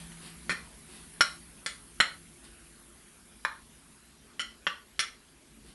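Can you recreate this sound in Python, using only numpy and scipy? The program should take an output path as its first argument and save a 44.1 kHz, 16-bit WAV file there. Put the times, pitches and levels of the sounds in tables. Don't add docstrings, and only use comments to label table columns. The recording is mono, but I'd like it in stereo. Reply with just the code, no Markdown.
import sys
import numpy as np
from scipy import signal
from scipy.io import wavfile
from scipy.ndimage import uniform_filter1d

SR = 44100
rng = np.random.default_rng(int(sys.argv[2]) if len(sys.argv) > 2 else 0)


def store_wav(level_fs):
    pcm = np.round(np.clip(np.atleast_2d(level_fs), -1, 1) * 32767)
    wavfile.write(sys.argv[1], SR, pcm.T.astype(np.int16))


N = 253283

# (frequency [Hz], density [dB per Hz])
RUMBLE_SPECTRUM = [(22, -18.5), (40, -13.5), (100, -11), (300, -14.5), (410, -14), (470, -33), (700, -42)]
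# (frequency [Hz], width [Hz], boost [dB])
ROOM_MODES = [(56.1, 25, 18), (150, 20, 8.5), (222, 55, 14), (274.7, 18, 12.5), (345, 12, 14),
              (415, 15, 8.5)]
# (frequency [Hz], density [dB per Hz])
ROOM_HISS_SPECTRUM = [(250, -28), (420, -4.5), (444, -13), (642, -10.5), (782, -13), (1050, -11.5),
                      (1480, -10.5), (1990, -12.5), (9970, -16), (11500, -11.5), (12300, -53), (16000, -62),
                      (22000, -120)]
# (frequency [Hz], density [dB per Hz])
THIN_HISS_SPECTRUM = [(4120, -41), (7000, -12), (8600, 2), (9870, 8.5), (10500, 9), (11600, -2.5),
                      (12000, -30.5), (12300, -21), (16000, -60), (22000, -120)]
# (time [s], level [dB])
THIN_HISS_LEVEL = [(0.0, -52), (.7, -56.5), (1.2, -52.5), (1.55, -55), (2.4, -56.5), (3.3, -59.5),
                   (3.95, -61), (4.2, -67.5), (5.2, -68.5), (5.74, -64)]
# (time [s], level [dB])
HUM_LEVEL = [(0.0, -50), (0.53, -59), (0.91, -66.5), (1.2, -61), (1.55, -63.5), (1.85, -78), (2.2, -60),
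             (2.42, -77), (3.6, -73.5), (5.74, -94)]
# (frequency [Hz], correlation [-1 to 1])
LIKENESS = [(60, 1.0), (130, 1.0), (270, 0.93), (580, -0.094), (1230, 0.17), (2620, 0.3), (5580, -0.29),
            (11900, 0.086)]
# (frequency [Hz], left minus right [dB])
NOISE_BALANCE = [(100, 0), (200, -1), (350, 2), (630, 2), (2000, 1.1), (6600, 0.5), (11900, -4.5)]
# (loudest moment [s], level [dB], rise width [s], fall width [s])
STROKES = [(0.0, -54, .05, 0.027), (0.26, -51, 0.039, 0.023), (0.92, -55.5, .03, 0.08),
           (2.448, -51, 0.0068, 0.0069), (4.25, -72, 0.011, 0.021), (5.69, -60, 0.049, 0.021)]
# (frequency [Hz], density [dB per Hz])
DRAG_COLOUR = [(240, -27.5), (400, 8.5), (442, -4.5), (571, -7), (781, -6.5), (4560, -2), (6330, -15.5),
               (9830, 2), (12000, -12.5), (15600, -34), (22000, -120)]
# (frequency [Hz], t60 [s])
KITCHEN_DECAY = [(200, 0.041), (700, 0.44), (1500, 0.3), (3000, 0.28), (6000, 0.3), (11000, 0.066)]
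# (time [s], level [dB], left minus right [dB], chatter length [ms], chatter fade [dB per ms],
# lingering ring re taps [dB], room gain [dB], strength of the first blow,
# 13 drives of the struck spot, one per MODE_GROUPS [dB], factor on the lingering t60s of POT_MODES,
# t60 of the clear tones before CLEAR_DAMPING [ms], 13 levels, one per CLEAR_MODES [dB])
KNOCKS = [(0.118, -43.5, 3.3, 14, 0.29, -12, -13, 1, 18, 3, 3, -18, 2, 1, 3.2, 1, -6, 3, -1, 8, 13, 1.1, 60, -25, -25, -25, -25, -25, -25, -25, -25, -25, -25, -25, -25, -25),
          (0.494, -20.5, 1.2, 33.4, 0.14, -18.5, -6, 0.41, 14.5, 9, -2.5, -0.5, -5.5, 1.9, 7.7, -8.5, -8, -4.5, -6.5, -0.5, 0.5, 1.2, 110, -5, -14, -25, -25, -21, -10, -9, -19, -28, -10, -8, -15, -24),
          (1.207, -7.5, 0.5, 19.3, 0.8, -22.5, -10.5, 0.28, -3, 1.0, 1, -3, -5, 1.4, 6.8, -7.5, -2, 1.5, -3, 2, 2.5, 1.26, 130, 4, -8, -16, -6.5, -14, -12.5, -10, -5, -23, -12, -9.5, -20, -17.5),
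          (1.661, -23.5, 2.2, 6.8, 0.22, -18.5, -4, 0.74, 8, 11, -1, -3, 1, 1.1, 7.5, -4.5, 5, 2.5, -0.5, 12, 9.5, 0.93, 110, -7, -17, -8, -18, -12, -7, 3, -16, -7, -12, -13, -6, -11),
          (2.001, -8.5, 0.5, 13.8, 0.22, -26.5, -9, 1.03, 4.5, 9, -6, 5, -9, 6.2, 4.6, 0, -5, 1.5, -7, 1.5, -0.5, 1.37, 110, -30.5, 4, -11, -25, -19, -22, -14, -11, -28, -7, -8, -23, -22),
          (3.449, -19, 5.5, 10.5, 1, -21, -7, 0.94, -3, 12, 14, 0.5, 4, 2, 1.12, -13, -3.5, -6, -15, -12, -3, 0.91, 50, -7.5, -13, -21, -25, -28, -26, -32, -38, -40, -10, -10, -32.5, -32),
          (4.394, -23, 1.8, 26, 0, -20, -7, 0.37, 1, 4, -7.5, 3, -8.5, 10.6, 3.4, 7, -5, 0, -2, 5, 5, 1.47, 101, -24, -19, -23, 1.5, -10, -23, -23, -7, -25, -33, -12, -32, -16),
          (4.667, -17, 1.9, 8.9, 0, -14, -8, 0.77, 1.5, 4, 4.5, 1.5, 2, 1.07, 1.8, -1, -6, -7, -8, -7, -14, 0.88, 60, -8, -12, -13, -21.5, -12, -16, -29, -17, -32, -7, -11, -30, -22),
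          (4.992, -15.5, 1.2, 20.2, 0, -16.5, -6, 1.4, -1, -5, -10.5, -2.5, -5.5, 1.1, 8.2, -4.5, 5.5, -4, -1.5, 3, 5.5, 0.88, 110, -15, -24, -21, -4.5, -19, -19, -19, -18, -14, -28, -9, -15, -18)]
# (time [s], strength)
BOUNCES = [(1.21, 0.75), (1.2119, 0.76), (1.2213, .4), (1.6666, 0.8), (2.0083, 0.98), (3.4523, 0.36),
           (3.4542, 0.44), (4.396, 0.29), (4.4174, 0.94), (4.6735, 0.66), (4.9946, 0.6), (5.003, 0.55),
           (5.0066, 0.7)]
# (frequency [Hz], level [dB])
BLOW = [(60, -48), (200, -37.5), (580, -39.5), (1000, -28), (1400, -8.5), (2000, -13), (3000, -11),
        (4200, -15.5), (5600, -18), (9500, -21), (11000, -22.5), (11800, -27.5), (12500, -31)]
MODE_GROUPS = [220, 550, 1000, 1370, 1700, 2050, 2450, 3000, 3600, 4200, 5500, 7000, 10000]
# (frequency [Hz], level [dB], t60 [s])
POT_MODES = [(177.7, 2.5, 0.28), (456, -41, 0.073), (584, 9.5, 0.06), (911, 5, 0.064), (1115, 0.5, 0.32),
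             (1255, -14, 0.062), (1420, 1.5, 0.09), (1598, -5.5, 0.17), (1800, 3.5, 0.1), (2010, -6, 0.26),
             (1900, -4.5, 0.057), (2296, -22, 0.041), (2483, -18.5, 0.02), (2760, -6.5, 0.096),
             (2955, 0.5, 0.2), (3114, 6.5, 0.11), (3305, 4.5, 0.16), (3600, 1, 0.08), (4150, 3, 0.29),
             (4204, -27, 0.073), (4830, -3.5, 0.091), (5370, 2, 0.2), (5470, 4.5, 0.15), (5550, 8.5, 0.14),
             (5950, -12, 0.06), (6980, 0, 0.16), (6940, -7.5, .15), (7420, -9, 0.2), (7930, 0, 0.068),
             (8550, -5.5, 0.41), (9470, 2, 0.11), (10500, -2, 0.38)]
# (frequency [Hz], left minus right [dB])
POT_BALANCE = [(200, -2.5), (400, 0.5), (630, 7), (1200, -3.5), (2000, 2), (4000, -6), (8000, -8),
               (11900, -6.5)]
CLEAR_MODES = [6, 9, 12, 14, 15, 16, 18, 22, 25, 7, 8, 19, 21]

SIDES = np.array([[.5], [-.5]])

RUMBLE_DB, RUMBLE_SAG = -55.0, 1.4
SWELL_S, SWELL_RISE_S, SWELL_DB = 5.76, 0.2, 6
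ROOM_HISS_DB, SETTLE_DB, SETTLE_S = -59.0, 8, 2.43
ROOM_HISS_PATCH_DB = 2.2
HUM_HZ, WAVER_HZ = 167.5, 0.7

SLIPS_PER_S = 6000
DRAG_ROOM_DB = 1.5

CREST_DB = 7
CHATTER, REBOUNDS_PER_S = 0.52, 9000
CHATTER_END_MS = 0.47
LEAD_MS = 1.1
PRESSED_DAMPING, CLEAR_DAMPING = 0.041, 0.82
CRACK_DB, CRACK_SHARE = 1.5, 0.26
MUTE_DB, MUTE_MS = -34, 3.0
TONES_ROOM_DB = 0

STEADY_TOP_HZ, EDGE_HZ = 11400, 12450


def gain_of(db):
    return 10 ** (np.asarray(db) / 20)


def evened(x):
    return x / np.sqrt(np.mean(x ** 2) + 1e-20)


def read(points, hz):
    f, value = np.transpose(points)
    return np.interp(np.log(hz + 1), np.log(f + 1), value)


def over_time(rows):
    return np.interp(np.arange(N) / SR, *np.transpose(rows))


def bell(t, middle, rise, fall):
    width = np.where(t < middle, rise, fall)
    return np.exp(-.5 * ((t - middle) / width) ** 2)


def likeness(hz):
    return np.clip(read(LIKENESS, hz), -1, 1)[:, None]


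def causal(points, size=2048):
    hz = abs(np.fft.fftfreq(size, 1 / SR))
    log_gain = np.log(gain_of(np.maximum(read(points, hz), -100)))
    return np.fft.ifft(np.exp(np.conj(signal.hilbert(log_gain)))).real[:size // 2]


def noise(points, patchy_db, size=1024, modes=()):
    frames = 4 * N // size + 5
    hz = np.fft.rfftfreq(size, 1 / SR)
    a, b, c, d, patches = rng.standard_normal((frames, len(hz), 5)).T
    patches = uniform_filter1d(patches, size=10, axis=0)
    patches = evened(uniform_filter1d(patches, size=10, axis=1))
    same = likeness(hz)
    left = a + 1j * b
    right = same * left + np.sqrt(1 - same ** 2) * (c + 1j * d)
    shape_db = read(points, hz)
    for f, width, db in modes:
        shape_db = shape_db + db / (1 + (2 * (hz - f) / width) ** 2)
    z = np.array([left, right]) * gain_of(shape_db[:, None] + patchy_db * patches)
    z *= gain_of(SIDES * read(NOISE_BALANCE, hz))[:, :, None]
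    return evened(signal.istft(z, nperseg=size, noverlap=3 * size // 4)[1][:, :N])


def room_rumble():
    t = np.arange(N) / SR
    swell_db = SWELL_DB * bell(t, SWELL_S, SWELL_RISE_S, SWELL_RISE_S)
    level_db = RUMBLE_DB - RUMBLE_SAG * t + swell_db
    return noise(RUMBLE_SPECTRUM, patchy_db=1.32, size=4096, modes=ROOM_MODES) * gain_of(level_db)


def room_hiss():
    t = np.arange(N) / SR
    level_db = ROOM_HISS_DB + SETTLE_DB * np.exp(-t / SETTLE_S)
    return noise(ROOM_HISS_SPECTRUM, ROOM_HISS_PATCH_DB) * gain_of(level_db)


def thin_hiss():
    side_db = np.array([[-5.0], [1.5]])
    return noise(THIN_HISS_SPECTRUM, patchy_db=2.0) * gain_of(over_time(THIN_HISS_LEVEL) + side_db)


def hum():
    waver = evened(uniform_filter1d(rng.standard_normal(N), size=6000))
    cycles = np.cumsum(HUM_HZ + WAVER_HZ * waver) / SR
    return np.sqrt(2) * np.sin(2 * np.pi * cycles) * gain_of(over_time(HUM_LEVEL))


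def drag():
    t = np.arange(N) / SR
    pressure = sum(gain_of(db) * bell(t, s, rise, fall) for s, db, rise, fall in STROKES)
    strength = gain_of(0.92 * rng.exponential(1, N))
    slips = rng.standard_normal((2, N)) * strength * (rng.random(N) < SLIPS_PER_S / SR)
    slips[1] = 0.87 * slips[0] + .8 * slips[1]
    muffled = signal.oaconvolve(slips, causal(DRAG_COLOUR)[None])[:, :N]
    return pressure * evened(muffled)


def kitchen(x):
    taps = np.zeros((2, SR // 3))
    at = np.arange(200, SR // 3 - 20, 20)
    at = at + rng.integers(0, 20, (2, len(at)))
    np.put_along_axis(taps, at, rng.choice([-1., 1.], at.shape), 1)
    hz, t, z = signal.stft(taps, SR, nperseg=512)
    same = likeness(hz)
    z[1] = same * z[0] + np.sqrt(1 - same ** 2) * z[1]
    decay_db = -60 * t / read(KITCHEN_DECAY, hz)[:, None]
    tail = signal.istft(z * gain_of(decay_db), SR, nperseg=512)[1]
    tail /= np.linalg.norm(tail[0])
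    return signal.fftconvolve(x.mean(0)[None], tail, axes=1)[:, :x.shape[1]]


def blow_colour(groups_db):
    hz = np.geomspace(BLOW[0][0], BLOW[-1][0], 80)
    spot_db = read(list(zip(MODE_GROUPS, groups_db)), hz)
    return list(zip(hz, read(BLOW, hz) + spot_db))


def contacts(s, chatter_ms, fade_db, first):
    ms = np.arange(2000) / SR * 1000
    rebounds = (2 * rng.random(len(ms)) - 1) * (rng.random(len(ms)) < REBOUNDS_PER_S / SR)
    ending = 1 + np.exp(np.clip((ms - chatter_ms) / CHATTER_END_MS, -50, 50))
    taps = CHATTER * rebounds * gain_of(-fade_db * ms) / ending
    taps *= np.minimum(ms / LEAD_MS, 1) ** 2
    taps[round(LEAD_MS * SR / 1000)] += first
    for at, strength in BOUNCES:
        if 0 < at - s < ms[-1] / 1000:
            taps[round((at - s) * SR)] += strength
    return taps


def ring(modes, damping, spread_db, apart_ms, split, count, size):
    hz, db, t60 = np.repeat(np.transpose(modes), count, axis=1)
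    vary, skew, shift = rng.standard_normal((3, len(hz)))
    hz = hz * (1 + split * shift)
    rate = 2j * np.pi * hz - np.log(1000) / (t60 * damping)
    swing = np.exp(np.outer(rate, np.arange(size) / SR).astype(np.complex64))
    lag = np.exp(2j * np.pi * hz * SIDES * apart_ms * skew / 1000)
    strength = gain_of(db + spread_db * vary + SIDES * read(POT_BALANCE, hz))
    return ((strength * lag / np.sqrt(count)) @ swing).imag


def clear_tones(t60_ms, tones_db, chatter_ms):
    modes = [(POT_MODES[k][0], db, t60_ms / 1000) for k, db in zip(CLEAR_MODES, tones_db)]
    ms = np.arange(3000) / SR * 1000
    mute_db = MUTE_DB / (1 + np.exp(np.clip((chatter_ms - ms) / MUTE_MS, -50, 50)))
    tones = ring(modes, CLEAR_DAMPING, spread_db=2.1, apart_ms=0.11, split=0.0034, count=1, size=len(ms))
    return gain_of(mute_db) * tones


def knock(row):
    s, db, pan_db, chatter_ms, fade_db, linger_db, room_db, first = row[:8]
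    groups_db, (damping, clear_ms, *tones_db) = row[8:21], row[21:]
    hit = round(LEAD_MS * SR / 1000)
    taps = contacts(s, chatter_ms, fade_db, first)
    colour = causal(blow_colour(groups_db))

    linger = ring(POT_MODES, damping, spread_db=2.5, apart_ms=0.1915, split=0.028, count=10, size=7000)
    linger *= gain_of(linger_db) * np.linalg.norm(taps)
    wall = ring(POT_MODES, PRESSED_DAMPING, spread_db=-1.0, apart_ms=0.14, split=0.0026, count=1, size=1000)
    wall[:, 0] += gain_of(CRACK_DB - CRACK_SHARE * db)
    clatter = signal.fftconvolve(taps[None], wall, axes=1)

    pot = np.pad(linger, ((0, 0), (hit, 0)))
    pot[:, :clatter.shape[1]] += clatter
    sound = signal.fftconvolve(colour[None], pot, axes=1)
    sound /= np.sqrt(np.mean(sound[:, :660] ** 2))

    tones = clear_tones(clear_ms, tones_db, chatter_ms)
    tones = np.pad(tones, ((0, 0), (hit, sound.shape[1] - hit - tones.shape[1])))
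    room = gain_of(room_db) * kitchen(sound + gain_of(TONES_ROOM_DB) * tones)
    direct = (sound + tones) * gain_of(SIDES * pan_db)
    return s, (direct + room) * gain_of(db - CREST_DB)


def scene():
    background = room_rumble() + room_hiss() + thin_hiss() + hum()
    rub = drag()
    mix = background + rub + gain_of(DRAG_ROOM_DB) * kitchen(rub)
    mix = signal.sosfilt(signal.butter(6, STEADY_TOP_HZ, fs=SR, output="sos"), mix)
    for row in KNOCKS:
        s, sound = knock(row)
        part = mix[:, round(s * SR):][:, :sound.shape[1]]
        part += sound[:, :part.shape[1]]
    return mix


def record(dry):
    rounded = .95 * np.tanh(dry / .95)
    band = signal.firwin(511, EDGE_HZ, window=("kaiser", 9), fs=SR)
    return signal.oaconvolve(rounded, band[None], "same")


dry = scene()
out = record(dry)
store_wav(out)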